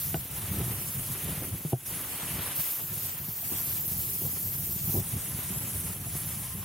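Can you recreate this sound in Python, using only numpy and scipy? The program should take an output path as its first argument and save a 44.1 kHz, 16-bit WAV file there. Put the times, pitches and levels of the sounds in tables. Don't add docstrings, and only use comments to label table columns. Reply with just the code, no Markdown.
import sys
import numpy as np
from scipy import signal
from scipy.fft import rfft, irfft
from scipy.io import wavfile
from scipy.ndimage import uniform_filter1d

SR = 44100
rng = np.random.default_rng(int(sys.argv[2]) if len(sys.argv) > 2 else 0)


def dump_mix(stems):
    frames = np.atleast_2d(stems).T
    limited = np.clip(frames, -1, 1)
    pcm = np.round(limited * 32767).astype(np.int16)
    wavfile.write(sys.argv[1], SR, pcm)


def to_linear_factor(level_db):
    exponent = np.asarray(level_db, float) / 20
    return 10 ** exponent


N = 292824

# time in seconds, spray level in dB, scrape level in dB.
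GLIDE_LEVELS = [(0.0, -41, -50.5), (0.24, -49, -54), (0.33, -42, -51), (0.5, -41.5, -46),
                (0.95, -40.5, -50), (1.26, -41.5, -46.5), (1.6, -43.5, -53.5), (1.845, -46, -55.5),
                (1.865, -37, -48), (2.0, -41, -48), (2.45, -38.5, -42.5), (2.56, -41.5, -47),
                (2.75, -43, -48), (2.85, -48, -52.5), (3.05, -44.5, -51.5), (3.2, -49, -53),
                (3.4, -46.5, -55), (3.55, -43.5, -49), (3.9, -43.5, -53.5), (4.8, -45, -54.5),
                (5.03, -39.5, -51.5), (5.4, -40, -50), (5.88, -38.5, -50), (5.99, -44.5, -54),
                (6.22, -38.5, -50), (6.64, -44, -52.5)]
# start in seconds, edge spray over flat spray in dB.
EDGE_STANCES = [(0.0, 8.5), (0.26, 0.5), (0.5, 1.5), (1.5, -1.5), (2.555, 10), (5.01, -1.5)]
# frequency in Hz, relative density in dB per Hz.
EDGE_SPRAY_COLOUR = [(1500, -71), (3400, -16), (5400, -9.5), (7900, -8), (10400, -5), (12200, 5),
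                     (12900, 5.5), (14100, 4.5), (15700, 2)]
# frequency in Hz, relative density in dB per Hz.
FLAT_SPRAY_COLOUR = [(3000, -36.5), (4500, -22.5), (6000, -15), (7900, -12.5), (9400, -6), (11000, -1.5),
                     (12000, -4), (14000, -26)]
# frequency in Hz, relative density in dB per Hz.
SCRAPE_COLOUR = [(300, -3.5), (700, 0), (1100, 1), (1600, -1), (2900, 0.5), (3500, 0), (4300, -6),
                 (7000, -15)]
# frequency in Hz, side against mid in dB.
GLIDE_WIDTH = [(1800, -38.5), (2600, -48), (3300, 0), (5000, 0), (8000, 1.5), (11000, -1), (16000, -9)]
# time in seconds, shaking in dB, rattle of the upper modes in dB.
POLE_LEVELS = [(0.0, -40, -62), (0.2, -40, -57), (0.29, -54, -56.5), (0.45, -41.5, -55.5), (0.6, -32, -44),
               (0.93, -47.5, -56.5), (1.3, -37.5, -47.5), (1.6, -48, -53), (1.82, -54, -59),
               (1.91, -41.5, -50), (2.1, -52, -53.5), (2.34, -40, -49), (2.66, -59.5, -62),
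               (2.95, -47, -55.5), (3.4, -55, -62.5), (3.6, -43.5, -56), (4.45, -44.5, -54),
               (4.9, -39, -53.5), (5.04, -45, -60), (5.3, -45, -53), (6.0, -42.5, -55),
               (6.64, -42.5, -62.5)]
# centre in seconds, shaking in dB, rattle in dB.
ROUGH_PATCHES = [(.345, -36.5, -59), (.59, -34, -50), (.98, -34.5, -60), (1.11, -38.5, -63),
                 (1.3, -39.5, -51), (1.439, -51, -43), (1.535, -35.5, -61), (2.589, -42, -55),
                 (2.92, -43, -63), (3.22, -46, -67), (3.29, -43, -59), (3.53, -46, -44), (3.93, -41, -52.5),
                 (4.0, -38, -60), (4.249, -36.5, -44), (4.8, -48, -63), (4.89, -37, -52),
                 (4.965, -27.5, -34.5), (4.999, -32, -44.5), (5.155, -32, -46.5), (5.345, -35.5, -63),
                 (5.66, -46, -62), (5.75, -38, -64), (6.57, -42, -53)]
# frequency in Hz, relative density in dB per Hz.
BUFFET_COLOUR = [(20, -42), (40, -22), (60, -3), (100, 7.5), (150, -1.5), (200, -3), (300, -55)]
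# frequency in Hz, relative density in dB per Hz.
RATTLE_COLOUR = [(150, -36), (250, 4.5), (400, -1.5), (600, -9.5), (900, -17), (1200, -21), (1600, -62)]
# frequency in Hz, relative level in dB, T60 in seconds after a hard blow.
UPPER_MODES = [(366, 1, 0.043), (463, -1.5, 0.03), (561, -11, 0.054), (680, -2.5, 0.046),
               (753, -10.5, 0.062)]
# frequency in Hz, relative level in dB, T60 in seconds.
CRACK_MODES = [(1500, -9, 0.04), (1870, -0.5, 0.0051), (2420, -5.5, 0.0089), (2860, -8, 0.029)]
# time in seconds, level of the lowest mode in dB, its frequency in Hz,
# hardness as dB of the modes above 600 Hz, crack in dB against the lowest mode.
HARD_BLOWS = [(.1435, -20.5, 155, 3, -5), (.156, -34.5, 148, 9, -30), (.6055, -23, 99, -19, -36),
              (1.6495, -20.5, 152, -15, -25), (1.7232, -33, 187, 5, -23), (1.7308, -9, 127, -1.5, -24.5),
              (2.838, -34.5, 160, -15, -12), (2.919, -38, 103, -9, -41), (3.28, -44, 154, -2, -32),
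              (3.429, -51, 104, 12.5, -30), (4.239, -32.5, 111, -15, -30), (5.504, -27, 175, -20, -27.5),
              (5.56, -27.5, 147, -13, -32), (6.068, -43.5, 92, 8, -30), (6.152, -30, 151, -7, -33)]
# time in seconds, level in dB.
WHINE_LEVELS = [(5.2, -90), (5.3, -63), (5.5, -65), (5.9, -70), (6.35, -77), (6.45, -58.5), (6.64, -61)]

FFT_SIZE, HOP = 512, 128
TIP_S, JOLT_HALF_WIDTH_S = 0.015, 0.02
SOFT_T60_S, KNOCK_T60_S = 0.035, 0.094
UPPER_DB, UPPER_DB_PER_HARD_DB = -4.5, 0.38
WHINE_HZ = 1039


def evened(x):
    return x / np.sqrt(np.mean(x ** 2) + 1e-20)


def read(points, hz):
    f, value = np.transpose(points)
    return np.interp(np.log(hz + 1), np.log(f + 1), value)


def curves(rows, t):
    s, *columns = np.transpose(rows)
    return [np.interp(t, s, c) for c in columns]


def shape(points, hz, lo_hz, hi_hz):
    gain = to_linear_factor(read(points, hz))
    inside = (hz > lo_hz) & (hz < hi_hz)
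    return (gain / np.linalg.norm(gain[inside]))[:, None]


def patches(frames, bins, long, wide):
    field = rng.standard_normal((frames, bins)).T
    for _ in range(2):
        field = uniform_filter1d(field, wide, axis=0)
        field = uniform_filter1d(field, long, axis=1)
    return evened(field)


def ring(hz, t60_s, t):
    return to_linear_factor(-60 * t / t60_s) * np.sin(2 * np.pi * hz * t)


def modes(rows, t, t60_scale=1.0):
    return sum(to_linear_factor(db) * ring(hz, t60_scale * t60_s, t) for hz, db, t60_s in rows)


def press(t, rise_s):
    return 1 - np.exp(-t / rise_s)


def swells(rows, t):
    s, *columns = np.transpose(rows)
    coarse_t = t[::64, None]
    bells = np.exp(-((coarse_t - s) / JOLT_HALF_WIDTH_S) ** 2)
    return [np.interp(t, coarse_t[:, 0], bells @ to_linear_factor(c) ** 2) for c in columns]


def edge_level(t):
    starts, levels_db = np.transpose(EDGE_STANCES)
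    edge_db = np.full(len(t), levels_db[0])
    for s, step_db in zip(starts[1:], np.diff(levels_db)):
        edge_db += step_db * np.clip((t - s) / TIP_S + 0.5, 0, 1)
    return edge_db


def artificial_switching(frames, hz):
    tiles = rng.standard_normal((frames // 8, 33)).T
    tiles = evened(uniform_filter1d(tiles, size=3, axis=1))
    depth = rng.exponential(1, (frames // 8, 33)).T
    switch = np.where(tiles > 0.45, 14 * depth, -70)
    switch = np.kron(switch, np.ones((8, 8)))[:len(hz)]
    treble = np.clip((hz[:, None] - 8000) / 300, 0, 1)
    return (switch + 0.5) * (treble + 0.13)


def glide():
    frames, hz = 8 * (N // 1024 + 2), np.fft.rfftfreq(FFT_SIZE, 1 / SR)
    bins = len(hz)
    t = np.arange(frames) * HOP / SR
    spray_db, scrape_db = curves(GLIDE_LEVELS, t)
    power = (shape(EDGE_SPRAY_COLOUR, hz, 11800, 15500) * to_linear_factor(spray_db + edge_level(t))) ** 2
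    power += (shape(FLAT_SPRAY_COLOUR, hz, 8500, 11300) * to_linear_factor(spray_db)) ** 2
    power += (shape(SCRAPE_COLOUR, hz, 900, 3600) * to_linear_factor(scrape_db)) ** 2
    chatter = patches(frames, bins, 5, 90)
    grain = patches(frames, bins, 8, 8)
    size = np.sqrt(power) * to_linear_factor(1.0 * chatter + 0.94 * grain)
    width_db = read(GLIDE_WIDTH, hz)[:, None]
    lean = np.arctan(to_linear_factor(width_db + artificial_switching(frames, hz)))
    a, b, c, d = rng.standard_normal((frames, bins, 4)).T
    mid_noise, side_noise = a + 1j * b, c + 1j * d
    spectra = np.array([np.cos(lean) * mid_noise, np.sin(lean) * side_noise]) * size
    overlap = FFT_SIZE - HOP
    flat = signal.istft(mid_noise / np.sqrt(bins), nperseg=FFT_SIZE, noverlap=overlap)[1]
    unit = np.sqrt(np.mean(flat ** 2))
    sound = signal.istft(spectra, nperseg=FFT_SIZE, noverlap=overlap)[1][:, :N]
    return sound / unit * to_linear_factor(0.06)


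def shaking():
    t, hz = np.arange(6000) / SR, np.fft.rfftfreq(N, 1 / SR)
    clock = np.arange(N) / SR
    slow_shake_db, slow_rattle_db = curves(POLE_LEVELS, clock)
    shake_jolt, rattle_jolt = swells(ROUGH_PATCHES, clock)
    shake_gain = np.sqrt(to_linear_factor(slow_shake_db) ** 2 + shake_jolt)
    rattle_gain = np.sqrt(to_linear_factor(slow_rattle_db) ** 2 + rattle_jolt)

    lumps = to_linear_factor(2.3 * evened(uniform_filter1d(rng.standard_normal(N), 900)))
    gusts = rfft(rng.standard_normal(N) * lumps)
    wind = evened(irfft(gusts * to_linear_factor(read(BUFFET_COLOUR, hz)), N))
    rattle = evened(irfft(gusts * to_linear_factor(read(RATTLE_COLOUR, hz)), N))

    chance, strength = rng.random(N), rng.exponential(1, N)
    sign = rng.choice([-1, 1], N)
    bumps = (chance < 90 / SR) * sign * to_linear_factor(1.9 * np.minimum(strength, 3))
    soft = press(t, 0.0041)
    low_ring = soft * (ring(141.0, SOFT_T60_S, t) + 0.57 * ring(81, 0.027, t))
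    upper_ring = soft * modes(UPPER_MODES, t, t60_scale=0.5)
    low = evened(signal.oaconvolve(bumps, low_ring)[:N])
    upper = evened(signal.oaconvolve(bumps, upper_ring)[:N])
    body = to_linear_factor(-1.0) * wind + to_linear_factor(-1.0) * low
    return shake_gain * body + rattle_gain * (to_linear_factor(0.5) * rattle + to_linear_factor(-6) * upper)


def knocks():
    length = 8000
    out, t = np.zeros(N + length), np.arange(length) / SR
    dull = modes([row for row in UPPER_MODES if row[0] < 600], t)
    bright = modes([row for row in UPPER_MODES if row[0] > 600], t)
    crack = modes(CRACK_MODES, t)
    for s, db, hz, hard_db, crack_db in HARD_BLOWS:
        low = -ring(hz, KNOCK_T60_S, t) * press(t, 0.0018)
        upper = (dull + to_linear_factor(hard_db) * bright) * press(t, 0.001)
        upper_gain = to_linear_factor(UPPER_DB + UPPER_DB_PER_HARD_DB * hard_db)
        blow = low + upper_gain * upper + to_linear_factor(crack_db) * crack
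        out[round(s * SR):][:length] += to_linear_factor(db) * blow
    return out[:N]


def whine():
    hz = np.fft.rfftfreq(N, 1 / SR)
    resonance = 1 / (1 + ((hz - WHINE_HZ) / 12) ** 2)
    tone = irfft(rfft(rng.standard_normal(N)) * resonance, N)
    level_db, = curves(WHINE_LEVELS, np.arange(N) / SR)
    return to_linear_factor(level_db) * evened(tone)


def scene():
    mid, side = glide()
    mid = mid + shaking() + knocks() + whine()
    return np.array([mid + side, mid - side])


def roll_off(x):
    return signal.sosfilt(signal.butter(12, 17050, fs=SR, output="sos"), x)


def record(dry):
    highpass = signal.butter(3, 52, "high", fs=SR, output="sos")
    lowpass = signal.firwin(511, 15830, window=("kaiser", 9), fs=SR)
    band = signal.sosfilt(highpass, dry)
    band = signal.oaconvolve(band, lowpass[None], "same")
    power = uniform_filter1d((band ** 2).mean(0), 300)
    power_db = 10 * np.log10(abs(power) + 1e-12)
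    fall_db = np.arange(N) * 60.0 / SR
    held_db = np.maximum.accumulate(power_db + fall_db) - fall_db
    over_db = np.maximum(held_db + 26.5, 0)
    ducked = band / to_linear_factor(0.53 * uniform_filter1d(over_db, 200))
    return roll_off(ducked)


dry = scene()
out = record(dry)
dump_mix(out)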